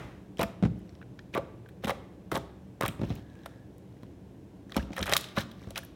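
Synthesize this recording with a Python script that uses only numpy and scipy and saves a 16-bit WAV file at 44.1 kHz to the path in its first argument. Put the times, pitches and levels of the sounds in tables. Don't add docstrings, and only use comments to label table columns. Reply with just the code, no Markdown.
import sys
import numpy as np
from scipy import signal
from scipy.fft import rfft, irfft
from scipy.io import wavfile

SR = 44100
rng = np.random.default_rng(int(sys.argv[2]) if len(sys.argv) > 2 else 0)


def store_wav(level_fs):
    pcm = np.round(np.clip(np.atleast_2d(level_fs), -1, 1) * 32767)
    wavfile.write(sys.argv[1], SR, pcm.T.astype(np.int16))


N = 262395
TIME = np.arange(N) / SR
MS = SR / 1000
CUTOFF_HZ = 16300

# start in seconds, pocket pitch in Hz, ring level in dB, film level in dB.
POCKET_BURSTS = [(.3935, 2430, -32, -35), (.397, 611, -37, -34), (.4137, 1450, -29, -27),
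                 (.418, 1040, -24, -46), (.431, 2580, -25.5, -25.5), (.435, 1120, -23.5, -41),
                 (1.015, 1614, -41.5, -64), (1.027, 1520, -42, -80), (1.191, 1720, -38.5, -59),
                 (1.341, 2337, -31, -49), (1.3495, 1780, -32, -32.5), (1.353, 1090, -26.5, -52),
                 (1.376, 1190, -26.5, -48), (1.378, 482, -25.5, -38), (1.661, 1560, -42, -71),
                 (1.689, 1661, -45, -49.5), (1.839, 780, -26, -38), (1.8455, 3470, -30.5, -34),
                 (1.856, 3600, -38, -38), (1.872, 1080, -28, -37), (1.879, 1693, -30, -34.5),
                 (1.884, 930, -31, -33), (1.8955, 1144, -19.5, -29.5), (1.905, 2010, -30.5, -31),
                 (2.317, 1160, -24, -31), (2.3215, 1280, -27, -37), (2.33, 1150, -29, -36),
                 (2.343, 1210, -30.5, -37), (2.35, 1010, -32, -34), (2.3555, 1060, -24.5, -33),
                 (2.356, 3540, -32.5, -32.5), (2.365, 984, -22, -35), (2.376, 889, -26, -40),
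                 (2.8105, 1086, -19.5, -29.5), (2.8235, 1340, -23, -36), (2.833, 1480, -35, -30.5),
                 (2.852, 3600, -35, -38), (2.855, 887, -27.5, -41), (2.8615, 1480, -23.5, -29.5),
                 (2.88, 2480, -32, -51), (2.887, 2570, -32, -51), (3.016, 900, -37, -55),
                 (3.46, 1290, -31.5, -37), (4.033, 1010, -46, -54), (4.7205, 1197, -36.5, -48),
                 (4.745, 2430, -36.5, -48), (4.766, 1220, -23, -25), (4.778, 2980, -34, -41),
                 (4.827, 2720, -40.5, -52), (4.931, 2360, -37, -58), (4.966, 1290, -34.5, -33),
                 (4.981, 1347, -27, -33.5), (5.028, 4080, -24, -36), (5.031, 2330, -29, -32),
                 (5.039, 1810, -35, -38), (5.065, 1200, -33, -34), (5.078, 1500, -25.5, -37),
                 (5.089, 1330, -26, -48), (5.095, 1950, -26, -27.5), (5.111, 1310, -30, -40),
                 (5.1173, 3640, -34, -29), (5.1246, 1970, -16.5, -20.5), (5.1355, 3890, -15, -17),
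                 (5.148, 4240, -36, -31), (5.1666, 3570, -17.5, -11.5), (5.177, 3520, -34, -29),
                 (5.2425, 3770, -33, -38), (5.287, 3240, -42, -53), (5.318, 2100, -46, -64),
                 (5.366, 2470, -34, -39), (5.374, 1165, -21.5, -50), (5.38, 1700, -23, -41),
                 (5.408, 3892, -51, -34), (5.515, 3400, -46, -45), (5.707, 650, -40, -40),
                 (5.759, 2495, -29.5, -36), (5.778, 1420, -35, -24.5), (5.832, 1707, -39.5, -53)]
# start in seconds, end in seconds, pocket level in dB,
# usual pocket pitch in Hz, crackle level in dB.
FINGER_PRESSES = [(.394, 0.433, -26, 1024, -41), (0.622, 0.669, -58, 910, -52),
                  (1.354, 1.387, -27.5, 1050, -46.5), (1.84, 1.861, -36, 709, -49),
                  (1.873, 1.913, -31, 890, -43.5), (2.315, 2.378, -34.5, 860, -44.5),
                  (2.821, 2.868, -40, 1268, -51), (4.756, 4.785, -37.5, 1300, -40),
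                  (4.969, 5.044, -42, 1500, -45.5), (5.054, 5.162, -37, 1470, -40.5),
                  (5.367, 5.391, -27, 1460, -41), (5.761, 5.787, -35, 1696, -45)]
# start in seconds, lowest pitch in Hz, level in dB.
STRAND_SNAPS = [(.384, 2400, -45), (0.43, 7000, -32), (.7904, 8100, -57), (.893, 1900, -49),
                (.952, 1600, -52.5), (1.192, 1610, -41), (2.374, 6500, -36), (2.8103, 7050, -29),
                (2.8598, 7620, -34), (2.881, 7200, -23.5), (3.033, 1900, -52), (3.103, 1700, -43),
                (3.154, 6000, -42.5), (3.782, 7000, -52), (4.032, 1310, -52), (4.7214, 1278, -35),
                (4.992, 3500, -33), (5.015, 7000, -37), (5.0575, 4970, -36), (5.1495, 11000, -33),
                (5.177, 4000, -28), (5.181, 7000, -33), (5.211, 5516, -32), (5.7064, 4500, -40.5),
                (5.76, 1300, -30), (5.778, 8500, -27), (5.79, 9000, -37), (5.835, 10000, -45),
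                (5.8496, 10000, -39.5)]
# start in seconds, length in seconds,
# first pitch in Hz, last pitch in Hz, level in dB.
CAVITY_GURGLES = [(0.393, 0.021, 549, 482, -31.5), (1.338, 0.0136, 2640, 2200, -39.5),
                  (1.354, 0.027, 1250, 1025, -32.5), (1.385, 0.016, 520, 665, -35.5),
                  (1.902, 0.014, 2104, 1830, -35), (1.906, .018, 643, 555, -34),
                  (2.365, 0.017, 700, 547, -35.5), (2.832, 0.017, 1300, 1080, -27),
                  (2.851, 0.0164, 1207, 1610, -31), (4.793, 0.018, 1550, 1840, -41),
                  (4.969, 0.016, 1910, 1640, -36), (4.98, 0.021, 510, 570, -40.5),
                  (5.122, 0.0229, 540, 796, -31), (5.15, 0.0216, 1263, 1115, -27)]
# start in seconds, pitch in Hz, level in dB.
TABLE_THUDS = [(0.394, 334, -22), (0.413, 377, -25), (.434, 248, -23.5), (.626, 205, -16), (.636, 179, -14),
               (.652, 140, -15), (0.659, 125, -22), (.672, 120, -28), (1.341, 325, -35.5),
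               (1.352, 410, -27.5), (1.377, 327, -26), (1.848, 181, -24.5), (1.877, 294, -27),
               (1.896, 381.8, -35), (2.323, 384.8, -22), (2.348, 277, -31), (2.37, 366, -26.5),
               (2.811, 410, -26.5), (2.8354, 310, -20.5), (2.884, 194, -27.5), (2.994, 125, -26),
               (3.016, 216, -19), (3.034, 180, -20), (3.04, 79.6, -22.5), (3.104, 243, -23),
               (3.109, 88, -22), (3.119, 192, -29.5), (3.184, 195, -35), (4.032, 200, -36),
               (4.767, 262, -18), (4.782, 71.5, -21.5), (4.906, 260.4, -30.5), (5.001, 76.5, -23.5),
               (5.022, 294, -26), (5.094, 427, -29), (5.124, 500, -25), (5.377, 194, -21.5),
               (5.672, 92, -31.5)]
# start in seconds, end in seconds, rustle level in dB,
# sticky crackle level in dB.
SKIN_SLIDES = [(0.369, 0.394, -56, -60), (1.327, 1.347, -56, -63), (1.822, 1.842, -58, -64),
               (0.661, 1.047, -74, -76.5), (2.983, 3.236, -56, -63.5), (3.242, 3.636, -70, -73),
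               (3.766, 4.187, -82, -80), (4.68, 4.859, -58, -61), (4.907, 4.991, -56, -55),
               (5.165, 5.386, -60, -69), (5.351, 5.439, -40, -49), (5.461, 5.868, -63.5, -67)]
# frequency in Hz, relative density in dB per Hz.
RUSTLE_COLOUR = [(300, 8), (1200, 3.5), (2500, 0.5), (3800, 0.5), (6000, -7), (7500, -20), (15000, -13)]
# frequency in Hz, width in Hz, relative level in dB.
BOARD_MODES = [(545.5, 61, -2), (669, 18, -5.5), (1940, 620, -20), (3230, 350, -13.5), (3830, 190, -11.5),
               (5500, 1000, -11.5)]
# frequency in Hz, T60 in seconds.
ROOM_DECAY = [(100, 0.3), (200, 0.62), (400, 0.71), (1000, 0.67), (2800, 0.62), (7000, 0.37), (15000, 0.26)]
# frequency in Hz, level in dB.
ROOM_STRENGTH = [(60, -1), (190, -9.5), (400, -10.5), (1000, -15), (3000, -15), (6000, -10), (15000, -16)]
# frequency in Hz, width in Hz, relative level in dB.
ROOM_MODES = [(69, 80, -55), (119, 6.6, -59.5), (188, 12.7, -55), (318, 180, -64.5)]
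# frequency in Hz, relative density in dB per Hz.
AIR_COLOUR = [(15, -58), (25, -21), (48, -2), (130, -1), (161, -8.5), (195, -1.5), (229, -12), (285, -1.5),
              (405, -9), (1100, -26), (1230, -32), (1610, -29.5), (2000, -32.5), (2760, -34.5),
              (16000, -49.5)]
# frequency in Hz, relative density in dB per Hz.
LINGER_COLOUR = [(100, 11.5), (600, 0.5), (1200, -4.5), (2200, -8), (4000, -18.5), (8000, -29),
                 (16000, -38)]

POCKET_GAP_S, POCKET_SPREAD_OCTAVES, POCKET_SPREAD_DB = .011, 0.273, 2.5
PRESS_CLIMB_OCTAVES, PRESS_SWELL_DB = 0.04, 0.5
POCKET_FILM_DB, FILM_SPREAD_DB, FILM_DB_PER_OCTAVE = -25, 3, 20.5
SMACK_DB, PAT_DB = 1, -4
PRESS_TILT_DB_PER_OCTAVE, PEEL_TILT_DB_PER_OCTAVE = -4, -0.5
SQUEAK_START_S, SQUEAK_END_S, SQUEAK_HZ, SQUEAK_WIDTH_HZ, SQUEAK_DB = 3.1, 3.69, 1670, 100, -67.5
DELAY_JITTER_S = .00006
AIR_DB, LINGER_DB, LINGER_T60_S = -51.5, -39.5, 0.68


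def from_db(db):
    return 10 ** (np.asarray(db) / 20)


def rms_one(x):
    return x / np.sqrt(np.mean(x ** 2) + 1e-20)


def unit_burst(x):
    return x * np.sqrt(MS / (np.sum(x ** 2) + 1e-20))


def at_hz(points, hz):
    known_hz, values = np.transpose(points)
    return np.interp(np.log(np.maximum(hz, 1)), np.log(known_hz), values)


def band(x, low_hz, high_hz, order=2):
    edges_hz = [low_hz, min(high_hz, .47 * SR)]
    return signal.sosfilt(signal.butter(order, edges_hz, "band", fs=SR, output="sos"), x + 1e-18)


def resonate(x, hz, width_hz):
    r = np.exp(-np.pi * width_hz / SR)
    zeros = np.array([1, 0, -1]) * (1 - r * r) / 2
    poles = [1, -2 * r * np.cos(2 * np.pi * hz / SR), r * r]
    return signal.lfilter(zeros, poles, x + 1e-18)


def noise(colour):
    white = rfft(rng.standard_normal(N))
    hz = np.arange(len(white)) * SR / N
    return rms_one(irfft(white * from_db(at_hz(colour, hz)), N))


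def add(track, start_s, sound):
    start = int(start_s * SR)
    track[start:start + len(sound)] += sound[:N - start]


def swell(start_s, end_s):
    n = int(max(end_s - start_s, .01) * SR)
    return np.sqrt(np.sin(np.pi * (np.arange(n) + .5) / n))


def ring(t, hz, decay_s, rise_s, glide):
    pitch_hz = hz * (1 + glide * (.5 - np.exp(-t / decay_s)))
    envelope = np.exp(-t / decay_s) * (1 - np.exp(-t / rise_s))
    return unit_burst(np.sin(2 * np.pi * np.cumsum(pitch_hz) / SR) * envelope)


def rupture(t, length_s, violence=0, grain_db=2.0):
    rips = rng.standard_normal(len(t)) * from_db(grain_db * rng.standard_normal(len(t)))
    swell_s = length_s * (.35 - .3 * violence)
    rips = unit_burst(rips * np.exp(-np.abs(t) / np.where(t < 0, swell_s, length_s)))
    rips[np.argmin(np.abs(t))] += np.sqrt(MS) * (.25 + .55 * violence)
    return rips


def press_pockets(count=24):
    rows = []
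    for start_s, end_s, level_db, usual_hz, _ in FINGER_PRESSES:
        s = start_s + POCKET_GAP_S * (np.arange(count) + .5 * rng.random(count))
        pitch, strength, film = np.clip(rng.standard_normal((3, count)), -2, 2)
        progress = (s - start_s) / (end_s - start_s)
        climb_octaves = PRESS_CLIMB_OCTAVES * (np.minimum(progress, 1) - .5)
        hz = usual_hz * 2 ** (POCKET_SPREAD_OCTAVES * pitch + climb_octaves)
        ring_db = level_db + POCKET_SPREAD_DB * strength + PRESS_SWELL_DB * progress
        film_db = ring_db + POCKET_FILM_DB + FILM_DB_PER_OCTAVE * np.log2(hz / 1000) + FILM_SPREAD_DB * film
        rows += list(np.transpose([s, hz, ring_db, film_db])[s < end_s])
    return rows


def pops(decay_at_1khz_s=0.0046, rise_s=0.00017, glide=0.11, glide_spread=0.25, tear_s=0.0035,
         soft_top_hz=4300, hard_top_hz=6000, soft_tear_db=-1.0, hard_tear_db=-3.5,
         snap_db=-3.0, snap_low_hz=7900, snap_spread_octaves=0.33, lead_s=.006):
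    out, t = np.zeros(N), TIME[:int(30 * MS)]
    for s, hz, ring_db, film_db in list(POCKET_BURSTS) + press_pockets():
        violence = np.interp(film_db, [-33, -14], [0, 1])
        tear_top_hz = soft_top_hz + violence * (hard_top_hz - soft_top_hz)
        tear_db = soft_tear_db + violence * (hard_tear_db - soft_tear_db)
        decay_s = decay_at_1khz_s * np.sqrt(1000 / hz)
        pocket = ring(t, hz, decay_s, rise_s, glide + glide_spread * rng.standard_normal())
        smack = unit_burst(band(rupture(t - lead_s, decay_s, violence), hz / 3.06, hz * 1.6, order=3))
        film = rupture(t - lead_s, tear_s, violence)
        tear = unit_burst(band(film, 1310, tear_top_hz, order=4))
        snap_hz = snap_low_hz * 2 ** (snap_spread_octaves * rng.uniform(-1.33, 1))
        snap = unit_burst(band(film, min(snap_hz, 13000), 2 * snap_hz))
        smack_db = SMACK_DB + np.interp(ring_db, [-44, -30], [-7, 0])
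        burst = from_db(ring_db + smack_db) * smack
        burst = burst + from_db(film_db + tear_db) * tear
        burst = burst + from_db(film_db + snap_db) * snap
        add(out, s, from_db(ring_db) * pocket)
        add(out, s - lead_s, burst)
    return out


def crackle(strokes, tilt_db_per_octave, bubbles_per_s, size_db=6.0, cycles=3.45, low_hz=800, high_hz=4200,
            rise_s=.0001, glide=0.34, tick_db=-8.0, tick_s=0.00059, count=16):
    out, t = np.zeros(N), TIME[:int(20 * MS)]
    blips = []
    for hz in np.geomspace(low_hz, high_hz, count):
        tick = unit_burst(band(rupture(t, tick_s), 2500, 8500))
        blips.append(ring(t, hz, cycles / hz, rise_s, glide) + from_db(tick_db) * tick)
    for start_s, end_s, level_db in strokes:
        pressure = swell(start_s, end_s)
        shape = (count, len(pressure))
        born = rng.random(shape) < bubbles_per_s * pressure / count / SR
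        sizes = from_db(size_db * np.minimum(rng.exponential(1, shape), 3)) * rng.choice([-1, 1], shape)
        fizz = sum(signal.fftconvolve(clicks * pressure, blip) for clicks, blip in zip(born * sizes, blips))
        octaves = np.log2(np.maximum(np.fft.rfftfreq(len(fizz), 1 / SR), low_hz) / low_hz)
        tilted = irfft(rfft(fizz) * from_db(tilt_db_per_octave * octaves))
        add(out, start_s, from_db(level_db) * rms_one(tilted))
    return out


def gurgles(flutter_s=0.00179, flutter_db=3.5, waver=0.07, rasp=0.54):
    out = np.zeros(N)
    for s, length_s, first_hz, last_hz, level_db in CAVITY_GURGLES:
        flow = swell(s, s + length_s)
        t = TIME[:len(flow)]
        loud, bend = (np.interp(t / flutter_s, np.arange(40), steps) for steps in rng.standard_normal((2, 40)))
        pitch_hz = np.geomspace(first_hz, last_hz, len(t)) * (1 + waver * bend)
        tone = rms_one(np.sin(2 * np.pi * np.cumsum(pitch_hz) / SR))
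        hiss = rng.standard_normal(len(t))
        sputter = rms_one(band(hiss, pitch_hz.min() / np.sqrt(2), pitch_hz.max() * np.sqrt(2)))
        voice = flow * from_db(flutter_db * loud) * (tone + rasp * sputter)
        add(out, s, from_db(level_db) * rms_one(voice))
    return out


def snaps(length_s=0.0013, violence=0.55, span_octaves=1.63):
    out, t = np.zeros(N), TIME[:int(12 * MS)]
    for s, low_hz, level_db in STRAND_SNAPS:
        top_hz = min(low_hz * 2 ** span_octaves, CUTOFF_HZ)
        fizz = band(rupture(t, length_s, violence), low_hz, top_hz, order=3)
        add(out, s, from_db(level_db) * unit_burst(fizz))
    return out


def thuds(cycles=0.78, rise_s=0.000043, glide=-0.4, flesh_s=0.0078, flesh_low_hz=100, flesh_top_hz=260,
          slap_s=0.0053, slap_low_hz=290, slap_top_hz=640, slap_db=-11,
          skin_s=0.0066, skin_top_hz=3000, skin_db=-24, sway_hz=72, sway_db=-15):
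    out, t = np.zeros(N), TIME[:int(120 * MS)]
    for s, hz, level_db in TABLE_THUDS:
        pat = unit_burst(band(rupture(t, flesh_s), flesh_low_hz, flesh_top_hz, order=3))
        slap = unit_burst(band(rupture(t, slap_s), slap_low_hz, slap_top_hz))
        skin = unit_burst(band(rupture(t, skin_s, violence=0.94), slap_top_hz, skin_top_hz))
        contact = from_db(PAT_DB) * pat + from_db(slap_db) * slap + from_db(skin_db) * skin
        knock = ring(t, hz, cycles / hz, rise_s, glide)
        sway = from_db(sway_db) * ring(t, sway_hz, 1 / sway_hz, flesh_s, glide)
        add(out, s, from_db(level_db) * (knock + contact + sway))
    return out


def slides():
    force = np.zeros(N)
    for start_s, end_s, level_db, _ in SKIN_SLIDES:
        add(force, start_s, from_db(level_db) * swell(start_s, end_s) ** 2)
    return force * noise(RUSTLE_COLOUR)


def squeak(catch_s=.02, catch_db=-0.5):
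    force = np.zeros(N)
    add(force, SQUEAK_START_S, swell(SQUEAK_START_S, SQUEAK_END_S))
    grip = np.interp(TIME / catch_s, np.arange(2000), rng.standard_normal(2000))
    voice = resonate(rng.standard_normal(N), SQUEAK_HZ, SQUEAK_WIDTH_HZ)
    return from_db(SQUEAK_DB) * force * rms_one(voice * from_db(catch_db * np.clip(grip, -2, 1)))


def table_top(x, ring_db=9.5):
    modes = sum(from_db(db) * resonate(x, hz, width_hz) for hz, width_hz, db in BOARD_MODES)
    return x + from_db(ring_db) * modes


def room(x, build_s=0.0029, count=10):
    t, response = TIME[:SR * 3 // 4], 0
    edges_hz = np.geomspace(45, 18000, count + 1)
    for low_hz, high_hz in zip(edges_hz, edges_hz[1:]):
        hz = np.sqrt(low_hz * high_hz)
        fade = from_db(-60 * t / at_hz(ROOM_DECAY, hz)) * (1 - np.exp(-(t / build_s) ** 2))
        tail = band(rng.standard_normal(len(t)), low_hz, high_hz) * fade
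        scale = np.sqrt(2 * (high_hz - low_hz) / SR / np.sum(tail ** 2))
        response = response + tail * from_db(at_hz(ROOM_STRENGTH, hz)) * scale
    return signal.fftconvolve(x, response)[:N]


def smooth_room(x, count=4):
    def jittered():
        steps = rng.standard_normal(int(N / MS) + 2)
        jitter = np.interp(np.arange(N) / MS, np.arange(len(steps)), steps)
        return np.interp(TIME - DELAY_JITTER_S * jitter, TIME, x)
    return sum(room(jittered()) for _ in range(count)) / np.sqrt(count)


def background():
    drone = 0
    for hz, width_hz, db in ROOM_MODES:
        settled = resonate(rng.standard_normal(N + SR), hz, width_hz)[SR:]
        drone = drone + from_db(db) * rms_one(settled)
    linger = from_db(LINGER_DB - 60 * TIME / LINGER_T60_S) * noise(LINGER_COLOUR)
    return from_db(AIR_DB) * noise(AIR_COLOUR) + band(drone, 40, 440) + linger


def scene(pop_db=-4.5, gurgle_db=-6.0, snap_db=-4.5, thud_db=2.5, boom_db=-20.0, boom_delay_s=0.061):
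    press_strokes = [(start_s, end_s, db) for start_s, end_s, *_, db in FINGER_PRESSES]
    peel_strokes = [(start_s, end_s, db) for start_s, end_s, _, db in SKIN_SLIDES]
    crushed = crackle(press_strokes, PRESS_TILT_DB_PER_OCTAVE, bubbles_per_s=1000)
    peeled = crackle(peel_strokes, PEEL_TILT_DB_PER_OCTAVE, bubbles_per_s=330)
    bursts = from_db(pop_db) * pops() + from_db(gurgle_db) * gurgles() + from_db(snap_db) * snaps()
    slime = table_top(bursts + crushed + peeled)
    blows = from_db(thud_db) * thuds()
    rustle = slides() + squeak()
    late_blows = np.interp(TIME - boom_delay_s, TIME, blows)
    boom = sum(resonate(late_blows, hz, width_hz) for hz, width_hz, _ in ROOM_MODES)
    direct = slime + blows + rustle
    echoes = smooth_room(slime) + room(blows + rustle)
    return (direct + echoes + from_db(boom_db) * boom + background())[None]


def record(dry, dip_hz=4600, dip_width_hz=600, dip_depth=0.31):
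    thin = signal.sosfilt(signal.butter(4, 55, "high", fs=SR, output="sos"), dry)
    coloured = thin - dip_depth * resonate(thin, dip_hz, dip_width_hz)
    return signal.sosfilt(signal.ellip(10, .1, 80, CUTOFF_HZ, fs=SR, output="sos"), coloured)


dry = scene()
out = record(dry)
store_wav(out)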